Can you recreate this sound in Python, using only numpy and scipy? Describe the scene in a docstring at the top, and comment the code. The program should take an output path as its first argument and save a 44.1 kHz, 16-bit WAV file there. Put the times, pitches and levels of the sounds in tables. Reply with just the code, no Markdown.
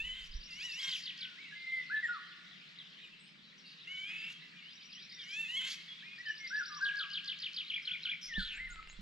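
"""Birds in a pine and birch clearing

An oriole flutes three phrases in gliding tones; catlike squalls in rough, throaty overtone stacks cut in,
with one short arched call of another bird. A finch rattles through repeated syllables and buzzes;
short gliding whistles and chips fill the gaps, some of them faint oriole notes.
Sparse reflections make the wood answer, over a far chorus of noise and chirps and a low hum of drifting noise.
The hand on the microphone gives low rumbles, ringing knocks and dry ticks.
"""
import sys
import numpy as np
from scipy import signal
from scipy.fft import rfft, irfft
from scipy.io import wavfile
from scipy.ndimage import uniform_filter1d

SR = 44100
rng = np.random.default_rng(int(sys.argv[2]) if len(sys.argv) > 2 else 0)


def output_pcm(signal):
    """Save a mono or channel-first signal as 16-bit PCM at the path in sys.argv[1].

    Samples are clipped to [-1, 1] before scaling.
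    """
    pcm = np.clip(np.atleast_2d(signal).T, -1, 1) * 32767
    wavfile.write(sys.argv[1], SR, np.round(pcm).astype(np.int16))


N = 397341  # length in samples

# Fluted oriole notes: start_s, slide_in_s, hold_s, slide_out_s, from_hz, held_hz, to_hz,
# level_db (at the end of the hold), swell_db (rise over the hold)
ORIOLE_NOTES = [ (1.366, 0.047, 0.015, 0.074, 1537, 2266, 1940, -55.5, -5.5),
                (1.548, 0.013, 0.083, .015, 2143, 2070, 2090, -44.5, 7.5),
                (1.657, 0.021, 0.057, 0.098, 2100, 2073, 1986, -35, 7),
                (1.895, .045, 0.059, 0.0082, 1343, 1733, 1770, -36, -1.5),
                (2.022, 0.017, 0.0032, 0.031, 2120, 1905, 1732, -33, 4),
                (2.079, 0.016, .022, 0.074, 1502, 1442, 1113, -43.5, -6.5),
                (6.029, 0.046, 0.065, 0.045, 2210, 2470, 2310, -52.5, 0),
                (6.178, 0.026, 0.01, 0.0059, 1730, 1945, 1950, -51.5, -4.5),
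                (6.251, 0.039, 0.015, 0.0072, 1898, 1736, 1743, -34, 6),
                (6.388, 0.035, 0.021, 0.039, 2207, 2136, 2000, -42.5, 7.5),
                (6.501, 0.06, 0.024, 0.046, 1387, 1718, 1385, -34, 1),
                (6.691, 0.053, 0.032, 0.023, 1277, 1189, 1030, -47, 1.5),
                (6.801, .04, .135, .06, 1410, 1624, 1242, -41.5, -7.5),
                (7.03, 0.029, 0.013, 0.011, 1258, 1154, 1150, -56.5, -2.5),
                (8.278, 0.066, 0.024, 0.059, 2260, 1790, 1417, -37.5, 6),
                (8.515, 0.012, 0.037, 0.0084, 1616, 1534, 1500, -51.5, 14),
                (8.572, 0.044, .05, 0.018, 1538, 2075, 1700, -44, 0),
                (8.687, 0.027, 0.0085, 0.014, 1530, 1433, 1380, -52, 2),
                (8.742, 0.041, 0.013, 0.0092, 1364, 1297, 1180, -48, 8), ]
# Where whistles and chips lean in stereo: time_s, left_over_right_db
WHISTLE_PAN = [(1.6, 0.5), (2.1, 1), (6.1, 0), (6.8, 2.5), (8.4, 1.5)]
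CREEP_HZ_PER_S = 300  # a held note creeps upward
FLUTE_IN_DB, FLUTE_OUT_DB = -12, -8.5  # level offset at the far ends of the slides

# Throaty calls, one list a call: four catlike squalls and, third, a short arched call of another bird:
# time_s, pitch_hz (before the jump at the crack), level_db (before wavering)
THROATY_CALLS = [
    [(0, 868, -36), (.03, 915, -50), (.05, 999, -42.5), (.13, 1007, -46.5), (.2, 1010, -51),
     (.28, 940, -59.5)],
    [(.47, 731, -57.5), (.51, 672.6, -53.5), (.59, 737, -49), (.65, 985, -42.5), (.74, 861, -47.5),
     (.795, 1023, -43.5), (.9, 952.4, -41.5), (1.02, 829, -56.5)],
    [(2.97, 935, -59), (2.995, 1204, -64), (3.04, 1253, -59), (3.085, 1190, -61)],
    [(3.87, 677, -51), (3.91, 741, -44.5), (4, 758.5, -45.5), (4.1, 830, -44.5), (4.18, 876, -44.5),
     (4.25, 899, -46), (4.29, 899, -48), (4.335, 1010, -55.5)],
    [(5.18, 819, -56.5), (5.245, 693, -56.5), (5.315, 788, -43.5), (5.41, 918, -40), (5.46, 851.5, -45),
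     (5.53, 998, -41.5), (5.585, 1096, -39), (5.63, 1107, -40.5), (5.74, 1224, -47), (5.78, 1200, -75.5)],
]
# Roughening, one row a call: crack_s, shriek_s (scene time), pitch_jump (share of pitch);
# a change timed after the end of its call is never reached
CALL_CHANGES = [(.13, .19, .02), (.798, .92, .1), (3.2, 3.2, 0), (4.07, 4.28, 0), (5.595, 5.64, -.07)]
# Shrillness, one row a call: clear (0-1), shrieking (0-1)
CALL_SHRILLNESS = [(0.12, 0.57), (0.29, 1), (0.1, .3), (0.014, 0.85), (0.21, 0.72)]
# Throat response of a mellow call: frequency_hz, gain_db (relative)
MELLOW_THROAT = [(700, -51.5), (960, -21), (1500, -13.5), (2050, 1.5), (2600, 14.5), (3300, 9), (3850, -13),
                 (5300, -34.5), (7000, -15), (8800, -41), (10500, -34.5), (12300, -34), (14000, -58)]
# Throat response of a shrill call: frequency_hz, gain_db (relative)
SHRILL_THROAT = [(410, -63), (700, -55), (958, -33), (1090, -26), (2190, -6.5), (3400, -7.5), (4360, 11.5),
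                 (5140, 4.5), (6200, 7.5), (8590, -31), (10600, -7.5), (11300, -22.5), (14000, -37)]
# Time to turn into the crack and into the shriek: seconds, seconds
TURN_S = (.03, .07)
CRACK_ROUGHNESS, SHRIEK_ROUGHNESS, HALF_PITCH_DEPTH = .26, .75, .55  # each 0-1

# Finch syllables, each a list of strokes: time_s (from the syllable's start), pitch_hz, level_db (relative)
FINCH_SYLLABLES = [
    [[(-.028, 4800, -12), (-.021, 4950, -4), (-.016, 4800, -8), (-.011, 3600, -22)], [(-.010, 3400, -12),
     (-.002, 4200, -6), (.003, 5000, 0), (.006, 5450, -8), (.016, 5780, -13)], [(.013, 4000, -16),
     (.022, 5200, -12), (.027, 5650, -5), (.038, 5780, -12)]],
    [[(-.015, 7940, -26), (-.011, 5110, -6), (-.007, 3770, -5.5)], [(-.004, 3810, -6), (.002, 4990, 0.5),
     (.009, 5340, -15)], [(.017, 4980, 0), (.028, 3894, 5), (.038, 2908, 2), (.044, 3427, 10),
     (.051, 4200, -16)], [(.052, 3420, -6.5), (.062, 3038, 6), (.076, 2177, -6)]],
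    [[(-.003, 3230, -31), (.002, 3990, 6.5), (.009, 4360, -1.5)], [(.014, 4377, -19), (.024, 3170, 14.5),
     (.034, 2760, 4.5), (.045, 2170, 4)], [(.054, 2280, -5.5), (.063, 3255, 13), (.074, 3580, 3.5)],
     [(.082, 2402, 12.5), (.092, 2393, 5), (.106, 2007, 4.5)], [(.100, 2172, -11), (.110, 2376, -3),
     (.123, 2570, -26)]],
]
# Finch phrases: syllable (index), count, start_s, first_gap_s, shortening_s (of each next gap)
FINCH_PHRASES = [(0, 7, .2418, .0975, .0009), (1, 3, .8935, .1435, -.009), (0, 7, 4.7316, .0985, .0008),
                 (0, 7, 6.1848, .0982, .0018), (1, 6, 6.8247, .145, .0005), (2, 3, 7.6793, .1737, -.006)]
# Loudness, one row a phrase: first_syllable_db, full_voice_db (both relative)
FINCH_VOICE = [(-47, -31.5), (-34.5, -39.5), (-45.5, -39), (-45.5, -32), (-36.5, -34.5), (-39, -37.5)]
# Second and third partial of a stroke: level_db under the first
FINCH_PARTIALS_DB = (-40, -49)
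WARM_UP_SYLLABLES = 2.7  # the voice covers 63% of the way to full in this many
# Echo off a trunk, one value a syllable type: level_db
TRUNK_ECHO_DB = (-12, -8.5, -7.5)
TRUNK_ECHO_S = 0.02

# Buzzy notes: start_s, slide_in_s, slide_out_s, from_hz, turn_hz, to_hz, level_db (before flutter),
# trill_width_hz (full width at the note's highest pitch)
BUZZ_NOTES = [(3.65, 0.06, 0.041, 4380, 4590, 4500, -61.5, 510),
              (7.819, 0.043, .02, 5400, 5000, 4800, -62, 500),
              (8.02, 0.016, 0.024, 5440, 5250, 4380, -61.5, 500),
              (8.209, 0.021, 0.078, 5730, 5580, 5820, -54.5, 600),
              (8.226, .02, 0.036, 5240, 5065, 5200, -49, 500),
              (8.375, .035, .19, 3900, 3808, 2220, -44.5, 1155)]

# Short gliding whistles and chips, some of them faint oriole notes:
# start_s, slide_in_s, slide_out_s, from_hz, turn_hz, to_hz, level_db
SHORT_NOTES = [ (1.061, 0.071, .08, 2040, 1915, 1855, -60.5), (1.171, 0.045, 0.14, 1600, 1546, 1420, -60.5),
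               (1.51, 0.0096, 0.029, 1690, 1676, 1694, -50), (2.04, .03, .03, 7500, 7200, 7600, -68.5),
               (2.786, 0.016, 0.024, 4150, 3420, 3130, -48.5),
               (3.03, 0.014, 0.023, 3350, 2900, 2450, -53.5), (3.11, .015, 0.025, 2600, 2660, 2680, -55),
               (3.265, 0.013, 0.049, 5050, 5120, 5100, -68), (4.08, .02, .03, 4950, 4960, 5500, -66),
               (4.18, .03, 0.052, 5000, 4750, 5040, -61), (4.4, 0.019, .025, 2150, 1810, 1550, -82),
               (3.189, 0.024, 0.077, 8700, 7970, 8700, -74.5), (3.43, 0.027, 0.056, 4450, 3970, 3760, -65),
               (3.578, 0.025, 0.034, 6400, 5300, 5600, -65), (3.659, .035, .025, 3870, 3830, 3820, -61),
               (3.799, 0.032, 0.045, 4200, 3800, 2410, -59.5), (4.335, 0.018, 0.034, 3380, 3230, 3210, -55),
               (4.55, 0.019, .045, 2390, 2405, 2400, -62), (4.64, 0.026, 0.065, 2600, 2930, 3660, -55.5),
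               (4.929, 0.025, 0.084, 3560, 2896, 4060, -53.5),
               (5.12, 0.083, 0.041, 3700, 3644, 3650, -54.5), (5.185, 0.032, 0.03, 3670, 3230, 3030, -51),
               (5.875, 0.023, 0.043, 3830, 3320, 3340, -49), (6.005, 0.018, 0.015, 3730, 3070, 2470, -56),
               (6.02, 0.048, 0.073, 1534, 2114, 2170, -57), (6.261, 0.023, 0.054, 3020, 3065, 2840, -48),
               (7.09, 0.013, .03, 2750, 2870, 3100, -48), (7.64, 0.017, 0.02, 3790, 3760, 3840, -50),
               (7.87, 0.07, 0.015, 1526, 1478, 1470, -58.5), (8.05, 0.022, 0.038, 1490, 1457, 1700, -52.5),
               (8.336, 0.019, 0.022, 2620, 3425, 4000, -41), (5.11, 0.064, .08, 2250, 2005, 1650, -60),
               (8.322, .006, 0.0097, 2920, 3550, 4260, -56), (8.876, 0.0056, 0.02, 2900, 2770, 2770, -60), ]
SHORT_IN_DB, SHORT_OUT_DB = 0, -6  # level offset at the far ends of the slides
# Thin high call that dives and climbs back: time_s, pitch_hz, level_db (relative)
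SEEP_SHAPE = [(0, 9850, -12), (.024, 6440, 5.5), (.045, 7330, 1), (.06, 7900, 0), (.068, 9260, -23)]
# When the thin call sounds: time_s, level_db (added to its shape)
SEEP_TIMES = [(8.518, -68), (8.686, -64), (8.873, -63)]

# Phase between the channels for the near birds: frequency_hz, left_lead_rad
NEAR_BIRD_LEAD = [(1000, -1.1), (1700, -0.72), (3000, -0.87), (5000, -0.96), (9000, -0.56)]
WOOD_T60_S, WOOD_DB = 1.275, -7  # decay time at 1500 Hz, level of the whole tail

# Grip rumbles, one list a shift of the hand: time_s, level_db
GRIP_SHIFTS = [
    [(0, -52), (.12, -54.5), (.25, -61), (.33, -48.5), (.368, -38), (.42, -62), (.5, -68), (.8, -83)],
    [(8.26, -66), (8.33, -65), (8.42, -39.5), (8.52, -63), (8.62, -57.5), (8.72, -50.5), (8.9, -61),
     (9.01, -52.5)],
]
# Knocks on the microphone: time_s, peak_db
KNOCK_TIMES = [(8.38, -29.5), (8.609, -55), (8.99, -42.5)]
# Resonances of the microphone housing: pitch_hz, level_db (relative), t60_s
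HOUSING_MODES = [(32, 1, .2), (189, 0, .12), (800, -28, .02)]
# Dry ticks: time_s, level_db (relative)
TICK_TIMES = [(8.7397, -41), (8.7588, -28), (8.8283, -30.5), (8.8743, -29), (8.8992, -29), (8.9292, -33),
              (8.9448, -40)]

# Loudness of the far chorus: time_s, level_db (of the hiss alone)
CHORUS_LEVEL = [(0, -59), (1.4, -55.5), (2.398, -57), (2.999, -58.5), (3.35, -62.5), (3.8, -58.5),
                (4.5, -58), (5.0, -59), (5.9, -56.5), (7.802, -56), (8.6, -62.5), (9.01, -62.5)]
# Spectrum of the far chorus: frequency_hz, density_db (relative, per Hz)
CHORUS_SPECTRUM = [(470, -80.5), (800, -35.5), (1390, -8.5), (1550, -4), (1790, 0), (2360, 0), (3000, 1),
                   (3720, 0.5), (5270, -11), (6230, -20), (8310, -26), (9370, -37), (14100, -35)]
CHIRPS_PER_S, CHIRPS_DB = 90, -2  # chirp level relative to the hiss

# Spectrum of the low air and hum: frequency_hz, density_db (relative, per Hz)
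HUM_SPECTRUM = [(12, -66.5), (20, -25), (52, -23), (107, -32.5), (116, -21), (131, -13), (165, 1),
                (209, -7), (260, -14.5), (416, -20.5), (526, -23.5), (885, -25.5), (1100, -17), (1430, -16),
                (2420, -120)]
HUM_DB = -67

# Likeness of the steady noise at the two microphone ports: frequency_hz, likeness (0-1)
PORT_LIKENESS = [(60, 0.44), (150, 1), (370, 0.84), (900, 0.077), (2240, 0.11), (5520, 0.8), (13600, 0.19)]
# Balance of the steady noise: frequency_hz, left_over_right_db
PORT_BALANCE = [(60, -7.5), (150, 0.5), (370, -6), (900, -2.5), (2240, 3), (5520, -0.5), (13600, 7.5)]
# Phase of the steady noise: frequency_hz, left_lead_rad
PORT_LEAD = [(0, 1.3), (860, -1.42), (1210, -3), (3190, -2), (7060, 1), (8100, -2), (13800, -2.5)]
EDGE_HZ = 14000


def oriole(mix):
    """Fluted notes: near-pure syrinx tones slide in, hold and slide out, with a light shimmer."""
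    for row in ORIOLE_NOTES:
        whistle(mix, *glide(*row, FLUTE_IN_DB, FLUTE_OUT_DB), shimmer=.3)


def throaty_calls(mix):
    """A stack of overtones through the throat; roughness smears each overtone into a band of noise."""
    for rows, changes, shrillness in zip(THROATY_CALLS, CALL_CHANGES, CALL_SHRILLNESS):
        start, (hz, db) = unroll(rows)
        count = len(hz)
        crack_s, shriek_s, jump = changes
        clear, harsh = shrillness
        t = start + np.arange(count) / SR
        cracked = np.clip((t - crack_s) / TURN_S[0], 0, 1)
        shrieking = np.clip((t - shriek_s) / TURN_S[1], 0, 1)
        rough = np.maximum(CRACK_ROUGHNESS * cracked, SHRIEK_ROUGHNESS * shrieking)
        shrill = np.clip(clear + (harsh - clear) * shrieking, 0, 1)

        hz = hz * (1 + jump * (cracked > 0))
        # unsteady vocal folds
        hz = hz * (1 + .014 * (1 + .4 * cracked) * flutter(count, hz=45).real)
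        db = db + 2.2 * flutter(count, hz=35).real
        mouth = (900 / hz) ** .25  # the beak opens with rising pitch and lifts the throat resonance
        call, power = 0, 0
        for k in range(1, 17):
            mellow_db = read(MELLOW_THROAT, k * hz * mouth)
            throat_db = (1 - shrill) * mellow_db + shrill * read(SHRILL_THROAT, k * hz)
            blur = np.clip(rough + .07 * max(k - 4, 0), 0, 1)  # high overtones break up first
            smear = np.sqrt(1 - blur) + np.sqrt(blur) * flutter(count, hz=170 + 50 * k)
            waver_db = 1.8 * flutter(count, hz=30).real  # each overtone comes and goes by itself
            call = call + (tone(k * hz, throat_db + waver_db, edge=0.026) * smear).real
            power = power + gain_of(2 * throat_db)
        # alternate strong and weak pulses put lines at half the pitch
        call = call * (1 + HALF_PITCH_DEPTH * cracked * np.cos(np.pi * np.cumsum(hz) / SR))
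        add(mix, start, gain_of(db) * call / np.sqrt(power), pan_db=0.2)


def finch(mix):
    """Repeats a syllable of swept strokes, pitch and level varying slightly, with an echo off a trunk."""
    for phrase, (first_db, full_db) in zip(FINCH_PHRASES, FINCH_VOICE):
        kind, count, first_s, gap_s, shortening_s = phrase
        for k in range(count):
            s = first_s + k * gap_s - shortening_s * k * (k - 1) / 2
            voice_db = full_db + (first_db - full_db) * np.exp(-k / WARM_UP_SYLLABLES)
            for rows in FINCH_SYLLABLES[kind]:
                start, (hz, db) = unroll(rows)
                detune = rng.normal(1, 0.0086)
                stroke = tone(hz * detune, db + voice_db - 9 + rng.normal(0, 1.5), edge=0.13)
                for partial, partial_db in enumerate(FINCH_PARTIALS_DB, start=2):
                    overtone = abs(stroke) * np.exp(1j * partial * np.angle(stroke))
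                    stroke = stroke + gain_of(partial_db) * overtone
                add(mix, s + start, stroke.real, pan_db=0.5)
                echo = gain_of(TRUNK_ECHO_DB[kind]) * stroke.real
                add(mix, s + start + TRUNK_ECHO_S, echo, pan_db=3)


def buzzes(mix):
    """A 230 Hz pitch trill and a rough flutter of level turn a gliding tone into a buzz."""
    for *row, width_hz in BUZZ_NOTES:
        s, hz, db = short_note(*row)
        depth_hz = width_hz / 2 * (hz / hz.max()) ** 2.5
        trilled_hz = hz + depth_hz * np.sin(2 * np.pi * 230 * np.arange(len(hz)) / SR)
        note = tone(trilled_hz, db) + tone(2 * trilled_hz, db - 29)
        rough = 0.78 + 0.98 * flutter(len(hz), hz=219)
        add(mix, s, (note * rough).real)


def whistles_and_chips(mix):
    """Short gliding whistles, chips and thin diving calls: pure tones with a strong shimmer."""
    for row in SHORT_NOTES:
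        whistle(mix, *short_note(*row), shimmer=.55)
    hz, shape_db = unroll(SEEP_SHAPE)[1]
    for s, level_db in SEEP_TIMES:
        whistle(mix, s, hz, shape_db + level_db, shimmer=.55)


def wood(x):
    """Sparse reflections from trunks, one in every 20 samples; treble dies faster."""
    taps = np.zeros((2, 2 * SR))
    at = np.arange(400, 2 * SR - 20, 20)
    at = at + rng.integers(0, 20, (2, len(at)))
    np.put_along_axis(taps, at, rng.choice([-1., 1.], at.shape), 1)
    taps[1] = 0.82 * taps[0] + 0.59 * taps[1]  # the channels share most reflections
    hz, t, z = signal.stft(taps, SR, nperseg=256)
    t60 = WOOD_T60_S * (2000 / (hz + 500))[:, None] ** 0.37
    near = 4.0 * gain_of(-60 * t / 0.1)  # the nearest trees answer first and loudest
    tail = signal.istft(z * (gain_of(-60 * t / t60) + near), SR, nperseg=256)[1]
    tail *= gain_of(WOOD_DB) / np.linalg.norm(tail, axis=1, keepdims=True)
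    return signal.fftconvolve(x, tail, axes=1)[:, :N]


def grip(mix):
    """The shifting hand: narrow noise around 30 Hz swells and fades as a rumble."""
    for rows in GRIP_SHIFTS:
        s, (db,) = unroll(rows)
        rumble = flutter(len(db), hz=15.2) * np.exp(2j * np.pi * 30 * np.arange(len(db)) / SR)
        add(mix, s, np.sqrt(2) * gain_of(db) * rumble.real, pan_db=-4.0)


def knocks(mix):
    """Each knock rings the housing as a sum of dying sine resonances."""
    t = np.arange(6000) / SR
    ring = sum(gain_of(db - 60 * t / t60) * np.sin(2 * np.pi * hz * t) for hz, db, t60 in HOUSING_MODES)
    for s, db in KNOCK_TIMES:
        add(mix, s, gain_of(db) * ring / abs(ring).max(), pan_db=-6.5)


def ticks(mix):
    """A dry tick is a 2600 Hz sine that dies within about a millisecond."""
    t = np.arange(200) / SR
    snap = np.sin(2 * np.pi * 2600 * t) * t * np.exp(-t / .00016)
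    for s, db in TICK_TIMES:
        add(mix, s, gain_of(db - 10) * snap / abs(snap).max())


def chorus():
    """Many distant birds: short random glides over the hiss into which the rest have blurred."""
    chirps = np.zeros((2, N))
    for at, pitch, bend, length, size, side in rng.random((round(CHIRPS_PER_S * N / SR), 6)):
        count = round((0.0132 + 0.029 * length ** 2) * SR)
        hz = 2100 * 2.4 ** pitch * np.linspace(1, 1.7 ** (2 * bend - 1), count)
        db = read(CHORUS_SPECTRUM, hz) - 16 * size ** 1.9
        add(chirps, at * N / SR, tone(hz, db, edge=.7).real, 8 * side - 4)
    hiss = air(CHORUS_SPECTRUM, patchy_db=2)
    both = hiss + gain_of(CHIRPS_DB) * evened(.8 * chirps + 2 * wood(chirps))
    return both * gain_of(np.interp(np.arange(N) / SR, *np.transpose(CHORUS_LEVEL)))


def hum():
    """Low air and hum: shaped noise whose bands waver in level."""
    return gain_of(HUM_DB) * air(HUM_SPECTRUM, patchy_db=2.0, size=4096)


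def air(spectrum, patchy_db, size=1024):
    """Noise at two microphone ports, partly alike, its level drifting in patches of time and pitch; rms 1."""
    frames, hz = 4 * N // size + 5, np.fft.rfftfreq(size, 1 / SR)
    a, b, c, d, patches = rng.standard_normal((frames, len(hz), 5)).T
    patches = evened(uniform_filter1d(uniform_filter1d(patches, 8, 0), 10, 1))
    same = np.clip(read(PORT_LIKENESS, hz), 0, 1)[:, None]
    left, other = a + 1j * b, c + 1j * d
    port = (gain_of(-read(PORT_BALANCE, hz)) * np.exp(-1j * read(PORT_LEAD, hz)))[:, None]
    right = port * (same * left + np.sqrt(1 - same ** 2) * other)
    z = np.array([left, right])
    z *= gain_of(read(spectrum, hz)[:, None] + patchy_db * patches)
    return evened(signal.istft(z, nperseg=size, noverlap=3 * size // 4)[1][:, :N])


def whistle(mix, s, hz, db, shimmer):
    """A tone with a faint fifth partial that shimmers on its way through moving leaves."""
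    leaves = np.sqrt(1 - shimmer ** 2) + shimmer * flutter(len(hz), hz=50.3)
    note = tone(hz, db, edge=.12) + tone(5 * hz, db - 48)
    add(mix, s, (leaves * note).real, np.interp(s, *np.transpose(WHISTLE_PAN)))


def glide(start, in_s, hold_s, out_s, from_hz, held_hz, to_hz, db, swell_db, in_db, out_db):
    """Start, pitch and level of a note that slides in, holds with a creep and a swell, and slides out."""
    t = np.arange(0, in_s + hold_s + out_s, 1 / SR)
    into = np.clip(t / in_s, 0, 1)
    held = np.clip((t - in_s) / (hold_s + 1e-6), 0, 1)
    out = np.clip((t - in_s - hold_s) / out_s, 0, 1)
    ease_in, ease_out = np.sin(np.pi / 2 * into), np.sin(np.pi / 2 * out) ** 2
    creep_hz = CREEP_HZ_PER_S * hold_s * (held - ease_out)
    hz = from_hz + (held_hz - from_hz) * ease_in + creep_hz + (to_hz - held_hz) * ease_out
    return start, hz, db + in_db * (1 - into) ** 2 - swell_db * (1 - held) + out_db * out ** 2


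def short_note(start, in_s, out_s, from_hz, turn_hz, to_hz, db):
    """A short gliding note with no hold."""
    return glide(start, in_s, 0, out_s, from_hz, turn_hz, to_hz, db, 0, SHORT_IN_DB, SHORT_OUT_DB)


def tone(hz, db, edge=0.16):
    """A near-pure complex tone whose real part has the given rms level; edge is the faded share."""
    turns = np.cumsum(hz) / SR + rng.random()
    return np.sqrt(2) * gain_of(db) * signal.windows.tukey(len(hz), edge) * np.exp(2j * np.pi * turns)


def flutter(count, hz):
    """Complex noise of power 1, smooth below hz."""
    z = signal.lfilter(*signal.butter(2, hz, fs=SR), rng.standard_normal((2, count + 500)))[:, 500:]
    return (evened(z[0]) + 1j * evened(z[1])) / np.sqrt(2)


def unroll(rows):
    """Start time and the columns of a table, sample by sample, corners rounded."""
    s, *columns = np.transpose(rows)
    t = np.arange(s[0], s[-1], 1 / SR)
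    width = len(t) // (3 * len(s))
    return s[0], [uniform_filter1d(np.interp(t, s, c), width, mode="nearest") for c in columns]


def read(points, hz):
    """Reads a curve between its points on a logarithmic frequency scale."""
    f, value = np.transpose(points)
    return np.interp(np.log(hz + 1), np.log(f + 1), value)


def add(mix, s, sound, pan_db=0):
    """Places a sound in both channels, pan_db louder on the left than on the right."""
    part = mix[:, max(round(s * SR), 0):][:, :len(sound)]
    sides = gain_of(np.outer([.5, -.5], pan_db * np.ones(len(sound))))
    part += (sound * sides)[:, :part.shape[1]]


def gain_of(db):
    """Amplitude factor of a level in dB."""
    return 10 ** (np.asarray(db) / 20)


def evened(x):
    """Scales a signal to rms 1."""
    return x / np.sqrt(np.mean(x ** 2) + 1e-20)


def scene():
    """Near birds with their reflections, over the chorus, the hum and the handling."""
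    birds = np.zeros((2, N))
    for source in (oriole, throaty_calls, finch, buzzes, whistles_and_chips):
        source(birds)
    lead = read(NEAR_BIRD_LEAD, np.fft.rfftfreq(N, 1 / SR))
    birds[1] = irfft(rfft(birds[1]) * np.exp(-1j * lead), N)
    handling = np.zeros((2, N))
    for source in (grip, knocks, ticks):
        source(handling)
    return birds + wood(birds) + chorus() + hum() + handling


def record(dry):
    """The band limit of the recorder: a steep low-pass at EDGE_HZ."""
    return signal.oaconvolve(dry, signal.firwin(511, EDGE_HZ, window=("kaiser", 9), fs=SR)[None], "same")


dry = scene()
out = record(dry)
output_pcm(out)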